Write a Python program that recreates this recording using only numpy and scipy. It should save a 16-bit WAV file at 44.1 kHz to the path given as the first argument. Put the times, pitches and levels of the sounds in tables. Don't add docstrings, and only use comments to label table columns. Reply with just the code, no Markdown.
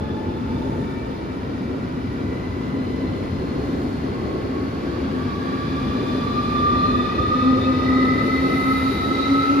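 import sys
import numpy as np
from scipy import signal
from scipy.fft import rfft, irfft, next_fast_len
from scipy.io import wavfile

SR = 44100
rng = np.random.default_rng(int(sys.argv[2]) if len(sys.argv) > 2 else 0)


def log_audio(samples):
    frames = np.atleast_2d(samples).T
    limited = np.clip(frames, -1, 1)
    pcm = np.round(limited * 32767).astype(np.int16)
    wavfile.write(sys.argv[1], SR, pcm)


N = 423360

# time in seconds, pitch in Hz.
MESH_PITCH = [(0, 856), (.7, 886.5), (2, 967.3), (4, 1078), (6, 1166), (6.8, 1194), (8, 1259), (9.6, 1318)]
# multiple of the mesh pitch, blur in Hz.
WHINE_ORDERS = [(1.0, 36), (1.44, 32), (1.583, 48), (1.86, 70), (2.06, 85), (2.97, 110), (3.41, 130),
                (4.03, 100), (1.99, 30)]
WHINE_CORES = [.5, .35, .35, .1, .15, .21, .09, .11, .4]
# time in seconds, level in dB.
MAIN_WHINE_LEVEL = [(0, -41), (.6, -38.5), (1.2, -43.5), (1.8, -53), (3, -43.5), (3.9, -49), (4.3, -44),
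                    (4.9, -45), (5.7, -39), (6.3, -34.5), (6.8, -28.5), (7.3, -27.5), (7.8, -30),
                    (8.2, -31), (8.7, -29.5), (9.1, -30), (9.6, -29.5)]
# far level in dB, near level in dB, halfway time in seconds, rise in seconds.
UPPER_WHINE_ARRIVALS = [(-55.5, -48, 4.7, 0.47), (-59, -44, 5.9, 1.1), (-65, -48, 7, .5),
                        (-60, -47, 5.3, 0.54), (-67.5, -43.5, 5.5, 1.2), (-70, -49, 5.2, 0.47),
                        (-59.5, -56.5, 2.7, 0.99), (-58.5, -73, 2.9, 0.33)]
# centre in seconds, half length in seconds, change in dB.
UPPER_WHINE_SWELLS = [
    [(0.3, 0.45, 1), (3.2, 0.71, -12), (5.5, 0.37, 5)],
    [(3.6, 0.52, 5), (5.4, .45, 4), (8.05, 0.16, 8), (8.5, 0.41, 10.5), (9.3, 0.26, 4.5)],
    [(4.1, 0.53, 7), (5.0, 0.71, 5.5)],
    [(4.05, 0.4, -18), (8.1, 0.31, -10.5), (9.0, 0.37, -14)],
    [(2.95, .3, 11), (4.2, .2, 6), (6.59, 0.032, 7.5), (6.8, 0.043, 4.5), (7.64, 0.022, 7.5),
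     (7.98, 0.039, 1), (8.66, 0.048, 4), (9.1, 0.24, 5), (9.41, 0.05, 3)],
    [(3.0, 0.4, 8), (5.9, .5, -3), (6.4, 0.34, -0.5), (6.9, 0.093, 4.5), (7.6, .4, -3)],
    [(0.05, 0.18, 5.5), (2.2, 0.78, -7), (3.6, .6, 0), (5.2, 0.5, -1), (7.5, .25, -13), (8.7, 0.29, -17),
     (9.6, .2, -12)],
    [(0.1, .25, 9.5), (1.0, 0.29, 5), (2.4, 0.12, 2)],
]
# frequency in Hz, width in Hz, lift in dB.
CASE_MODES = [(1150, 14, 5), (1190, 14, 4), (1235, 11, 4), (1293, 11, 4), (1350, 16, 6), (1400, 20, 10),
              (1938, 18, 8), (2040, 22, 8), (2330, 30, 3), (2590, 40, 6), (3550, 60, 4), (4100, 60, 5),
              (4230, 60, 2)]
WHINE_WAVER_DB, WHINE_WAVERS_PER_S = 1.7, 9


def drives():
    mesh_hz, = in_time(MESH_PITCH)
    levels_db = in_time(MAIN_WHINE_LEVEL)
    for (far_db, near_db, halfway_s, rise_s), swells in zip(UPPER_WHINE_ARRIVALS, UPPER_WHINE_SWELLS):
        arrival_db = far_db + (near_db - far_db) * rise(halfway_s, rise_s)
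        levels_db.append(arrival_db + bumps(swells))
    whines = np.zeros((2, N))
    for (multiple, blur_hz), level_db, core in zip(WHINE_ORDERS, levels_db, WHINE_CORES):
        waver_db = WHINE_WAVER_DB * drift(WHINE_WAVERS_PER_S)
        whines += from_db(level_db + waver_db) * blurred_tone(multiple * mesh_hz, blur_hz, core)
    size = next_fast_len(N + SR // 2)
    gain = np.interp(np.arange(size // 2 + 1) * SR / size, bins_hz(), lift(CASE_MODES))
    return irfft(rfft(whines, size) * gain, size)[:, :N]


# pitch in Hz, blur in Hz, height of steady core over blur.
HELD_TONES = [(1160, 14, 2.0), (1188, 11, 2.5), (1235, 10, 1.2), (1292, 9, 2.2), (2312, 26, .9),
              (2010, 34, 1.2)]
# time in seconds, level in dB.
HELD_TONE_LEVELS = [
    [(5.1, -60), (5.4, -46), (5.55, -41), (5.75, -39), (5.9, -42), (6.04, -42), (6.2, -60)],
    [(6.1, -50), (6.25, -38), (6.33, -40), (6.36, -25), (6.39, -26), (6.42, -32), (6.45, -27), (6.5, -32),
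     (6.6, -26), (6.67, -21), (6.72, -25), (6.77, -22), (6.85, -25), (6.89, -39), (6.95, -31), (7.2, -34),
     (7.3, -32), (7.5, -55)],
    [(7.0, -53), (7.26, -32), (7.36, -31), (7.48, -35), (7.74, -30.5), (7.84, -44), (8.0, -27), (8.15, -34),
     (8.25, -39), (8.4, -55)],
    [(7.85, -55), (8.05, -30), (8.23, -37), (8.31, -26), (8.38, -35), (8.5, -31), (8.62, -38), (8.68, -28),
     (8.85, -28), (8.89, -40), (8.96, -32), (9.07, -37), (9.15, -31), (9.29, -29), (9.32, -35), (9.36, -23),
     (9.44, -27), (9.5, -21), (9.55, -36), (9.6, -38)],
    [(0.4, -70), (0.54, -52), (0.7, -63), (0.85, -55), (0.97, -47), (1.1, -56), (1.2, -54), (1.4, -57),
     (1.6, -55), (1.85, -54), (2.05, -58), (2.3, -55), (2.6, -66)],
    [(2.0, -66), (2.3, -52), (2.5, -50), (3.1, -50), (3.5, -53), (3.9, -58), (4.3, -53), (4.7, -66)],
]


def held_tones():
    out = np.zeros((2, N))
    for (hz, blur_hz, core), rows in zip(HELD_TONES, HELD_TONE_LEVELS):
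        first, last = round(rows[0][0] * SR), min(round(rows[-1][0] * SR), N)
        gain = from_db(in_time(rows)[0][first:last])
        out[:, first:last] += gain * blurred_tone(np.full(last - first, hz), blur_hz, core)
    return out


# time in seconds, pitch in Hz, blur in Hz, height of its steady core over the blur.
DRONE_PITCH = [(0, 258.7, 20, 0.3), (5, 265, 22, 0.3), (6.7, 252, 14, 0.5), (7.0, 250, 12, 2.1),
               (7.5, 259.4, 12, 2.3), (8.05, 259.5, 12, 2.1), (8.45, 267, 12, 2.1), (9.0, 265.5, 12, 1.8),
               (9.6, 282, 12, 2.1)]
# time in seconds, level in dB of the drone without its overtones.
DRONE_LEVEL = [(0, -43), (.4, -30), (1.0, -35), (2.2, -33), (2.45, -41), (2.75, -30), (3.3, -31),
               (4.0, -33), (5.2, -31), (5.9, -28.5), (6.7, -31), (6.92, -28), (6.98, -19), (7.06, -31),
               (7.33, -32), (7.37, -23), (7.41, -27), (7.47, -16), (7.58, -20), (7.64, -29), (7.7, -16),
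               (7.81, -29), (7.86, -21), (8.02, -19), (8.1, -24), (8.31, -27), (8.37, -20), (8.41, -23),
               (8.46, -18), (8.52, -26), (8.6, -22), (8.78, -22), (9.0, -31), (9.1, -22), (9.15, -27),
               (9.2, -21), (9.25, -29), (9.32, -20), (9.41, -21), (9.46, -34), (9.51, -21), (9.6, -19)]
# multiple of the drone pitch, level in dB relative to the drone once that is strong.
DRONE_OVERTONES = [(2, -18), (3, -25), (4, -23)]
DRONE_STRONG_DB = -23.5
DRONE_WAVER_DB, DRONE_WAVERS_PER_S = .7, 5.5


def drone():
    level_db = in_time(DRONE_LEVEL)[0] + DRONE_WAVER_DB * drift(DRONE_WAVERS_PER_S)
    hz, blur_hz, core = in_time(DRONE_PITCH)
    out = blurred_tone(hz, blur_hz, core)
    strength_db = np.minimum(level_db - DRONE_STRONG_DB, 0)
    for multiple, relative_db in DRONE_OVERTONES:
        out += from_db(relative_db + strength_db) * blurred_tone(multiple * hz, multiple * blur_hz)
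    return from_db(level_db) * out


# start in seconds, end in seconds, first pitch in Hz, last pitch in Hz, blur in Hz, level in dB.
SHORT_GLIDES = [(5.3, 6.6, 3490, 3550, 70, -54), (7.0, 7.5, 7400, 7300, 60.5, -73),
                (7.15, 7.85, 515, 522, 16, -35.5), (8.72, 9.3, 4200, 5180, 50, -61),
                (8.42, 9.0, 8400, 8200, 50, -61), (9.1, 9.7, 8150, 8050, 60, -63.5),
                (8.6, 9.0, 6850, 6780, 70, -65), (9.2, 9.33, 6300, 6330, 110, -56),
                (9.4, 9.7, 6400, 6280, 90, -57.5)]
GRAB_DB, GRABS_PER_S = 3, 25


def short_glides():
    out = np.zeros((2, N))
    for start_s, end_s, first_hz, last_hz, blur_hz, level_db in SHORT_GLIDES:
        first, last = round(start_s * SR), min(round(end_s * SR), N)
        swell = np.hanning(last - first) ** 0.17
        grabs = from_db(level_db + GRAB_DB * drift(GRABS_PER_S)[first:last])
        glide_hz = np.linspace(first_hz, last_hz, last - first)
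        out[:, first:last] += swell * grabs * blurred_tone(glide_hz, blur_hz)
    return out


# time in seconds, level in dB.
RUB_LEVEL = [(7.6, -74), (8.0, -71), (8.2, -63), (8.45, -60.5), (8.6, -55), (8.9, -56), (9.05, -60),
             (9.25, -67), (9.4, -61), (9.6, -62)]
# centre in seconds, half length in seconds, lift in dB.
RUB_SPITS = [(8.25, .03, 2), (8.56, .04, 3), (8.71, .02, 3.5), (8.81, .03, 3), (8.92, .02, 2)]
RUB_HZ, RUB_SPREAD_HZ = 10800, 1400
RUB_GRAIN_DB, RUB_GRAINS_PER_S = 1.0, 40


def rub():
    first = round(RUB_LEVEL[0][0] * SR)
    level_db = in_time(RUB_LEVEL)[0] + bumps(RUB_SPITS) + RUB_GRAIN_DB * drift(RUB_GRAINS_PER_S)
    out = np.zeros((2, N))
    out[:, first:] = from_db(level_db[first:]) * blurred_tone(np.full(N - first, RUB_HZ), RUB_SPREAD_HZ)
    return out


START_DB = [-32, -40.5, -52.5, -62.5]
DB_PER_SPEED_DOUBLING = [9.74, 7.65, 7, 9.6]
BOGIE_LIFT_DB = [0.37, 0.6, 1.1, 3.2]
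NEAR_CAR_DB = [-1.5, 0.8, 4, 0.5]
# centre in seconds, half length in seconds, strength.
BOGIE_PASSES = [(.7, 0.29, 0.93), (3.75, 0.22, 0.84), (6.35, 0.59, 0.7), (9.1, 1, 1.2)]
NEAR_CAR_S, NEAR_CAR_RISE_S = 5.3, 0.72


def rolling_levels():
    mesh_hz, = in_time(MESH_PITCH)
    speed_doublings = np.log2(mesh_hz / mesh_hz[0])
    causes = [speed_doublings, bumps(BOGIE_PASSES), rise(NEAR_CAR_S, NEAR_CAR_RISE_S)]
    effects_db = np.transpose([DB_PER_SPEED_DOUBLING, BOGIE_LIFT_DB, NEAR_CAR_DB])
    return np.array(START_DB)[:, None] + effects_db @ causes


# frequency in Hz, relative level in dB.
RUMBLE_COLOUR = [(15, -41.5), (25, -25), (33, -12), (45, -14), (65, 0.5), (100, -1.5), (200, -2),
                 (260, -1.5), (330, -18)]
ROAR_COLOUR = [(200, -5), (280, 0), (365, 1), (450, -4), (560, -8), (700, -13), (850, -30)]
WHEEL_COLOUR = [(550, -13), (750, 1), (1000, 0), (1550, -3), (1800, -10), (2700, -13), (3100, -20),
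                (3600, -37.5)]
HISS_COLOUR = [(2600, -4.5), (3200, 0), (4000, 1), (5000, -4), (6000, -10), (6800, -40)]
AIR_COLOUR = [(5200, -25.5), (6200, -0.5), (8000, -2), (11000, -9), (13000, -13), (15500, -32.5),
              (18000, -42.5)]
# time in seconds, level in dB.
RUMBLE_LEVEL = [(0, -29), (0.83, -26), (1.09, -30), (2.3, -28.5), (3.66, -27), (4.52, -29.5), (6.65, -26),
                (7.7, -27), (8.5, -27), (9.6, -30.5)]
# centre in seconds, half length in seconds, lift in dB.
ROAR_SURGES = [(1.7, 0.18, 1), (3.5, 0.14, 1), (4.2, 0.38, 0.5), (6.0, 0.22, 2), (6.7, 0.35, 1.5),
               (8.2, .3, 2), (9.3, 0.34, -1)]


def rolling():
    roar_db, wheel_db, hiss_db, air_db = rolling_levels()
    out = from_db(in_time(RUMBLE_LEVEL)[0]) * noise(RUMBLE_COLOUR, flicker_db=0.76, flickers_per_s=14)
    out += from_db(roar_db + bumps(ROAR_SURGES)) * noise(ROAR_COLOUR, flicker_db=1.6, flickers_per_s=12)
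    out += from_db(wheel_db) * noise(WHEEL_COLOUR, flicker_db=.5, flickers_per_s=15)
    out += from_db(hiss_db) * noise(HISS_COLOUR, flicker_db=.6, flickers_per_s=12)
    out += from_db(air_db) * noise(AIR_COLOUR, flicker_db=0.3, flickers_per_s=11)
    return out


# frequency in Hz, width in Hz, lift in dB.
WHEEL_MODES = [(95, 12, 3.5), (1614, 60, -2.5), (1970, 70, 1.5), (2315, 45, 4), (2927, 58, 2.5),
               (3480, 130, 1.5), (5090, 190, 3)]


def noise(colour, flicker_db, flickers_per_s):
    hz, level_db = np.transpose(colour)
    shape_db = np.interp(np.log(bins_hz()), np.log(hz), level_db, left=-90, right=-90)
    shape = from_db(shape_db) * lift(WHEEL_MODES)
    pair = irfft(rfft(rng.standard_normal((2, N))) * shape, N)
    return rms_one(pair * from_db(flicker_db * drift(flickers_per_s)))


def blurred_tone(hz, blur_hz, core=0):
    steps = np.cumsum(np.broadcast_to(blur_hz, len(hz))) / SR * 8
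    white = rng.standard_normal((4, int(steps[-1]) + 90))
    lowpass = signal.butter(2, .25, output="sos")
    slow = signal.sosfilt(lowpass, white)[:, 40:]
    a, b, c, d = [np.interp(steps, np.arange(len(row)), row) for row in slow]
    phase = 2 * np.pi * np.cumsum(hz) / SR
    in_phase = np.array([a + core, c])
    quadrature = np.array([b, d - 0.71 * core])
    tone = in_phase * np.cos(phase) + quadrature * np.sin(phase)
    return rms_one(tone / np.sqrt(.5 + core ** 2))


def from_db(db):
    return 10 ** (np.asarray(db) / 20)


def rms_one(x):
    return x / np.sqrt(np.mean(np.abs(x) ** 2) + 1e-20)


def in_time(rows):
    s, *columns = np.transpose(rows)
    return [np.interp(np.arange(N) / SR, s, c) for c in columns]


def bins_hz():
    return np.arange(N // 2 + 1) * SR / N + 1e-3


def lift(modes):
    gain_db, at_hz = 0, bins_hz()
    for hz, width_hz, lift_db in modes:
        gain_db = gain_db + lift_db / (1 + (2 * (at_hz - hz) / width_hz) ** 2)
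    return from_db(gain_db)


def drift(points_per_s):
    points = rng.standard_normal(1000)
    return np.interp(np.arange(N) / SR * points_per_s, np.arange(1000), points)


def rise(halfway_s, rise_s):
    return .5 + .5 * np.tanh((np.arange(N) / SR - halfway_s) / rise_s)


def bumps(rows):
    t = np.arange(N) / SR
    return sum(height * np.exp(-((t - centre_s) / half_s) ** 2) for centre_s, half_s, height in rows)


# frequency in Hz, likeness 0-1, right-channel phase in radians, left over right in dB.
STEREO_IMAGE = [(25, 0.99, 0, 0.6), (70, 0.985, 0.04, 0.9), (140, 0.94, 0.12, 1.2), (260, 0.87, 0.3, 1.6),
                (450, 0.66, 0.61, 1.6), (600, 0.23, 1.38, 1.0), (750, 0.25, 3.61, -1.2),
                (1100, 0.49, 2.4, -2.2), (1600, 0.48, 2.86, -2.2), (1750, 0.52, 5.75, 4.8),
                (2200, 0.68, 5.92, 1.7), (4000, 0.33, 4.9, 3.1), (4900, 0.3, 5.95, 5.6),
                (5300, 0.12, 8.42, 5.8), (6500, 0.4, 7.6, 1.7), (7400, 0.71, 8.6, 0.7),
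                (7700, 1.0, 9.39, 0.0), (8850, 1.0, 9.42, 0.0), (10300, 0.6, 11.38, -0.3),
                (11200, 1.0, 12.53, 0.0), (12950, 1.0, 12.57, 0.0), (13700, 0.3, 14.56, 0.1),
                (14600, 1.0, 15.71, 0.0)]


def scene():
    first, second = rfft(drives() + held_tones() + drone() + short_glides() + rub() + rolling())
    hz, *columns = np.transpose(STEREO_IMAGE)
    alike, phase, tilt_db = [np.interp(bins_hz(), hz, c) for c in columns]
    alike = np.clip(alike, 0, 1)
    right = alike * np.exp(1j * phase) * first + np.sqrt(1 - alike ** 2) * second
    return irfft([first * from_db(tilt_db / 2), right * from_db(-tilt_db / 2)], N)


STOPBAND_EDGE_HZ, STOPBAND_DB = 15800, 70


def record(dry):
    lowpass = signal.cheby2(12, STOPBAND_DB, STOPBAND_EDGE_HZ, fs=SR, output="sos")
    return signal.sosfilt(lowpass, dry)


dry = scene()
out = record(dry)
log_audio(out)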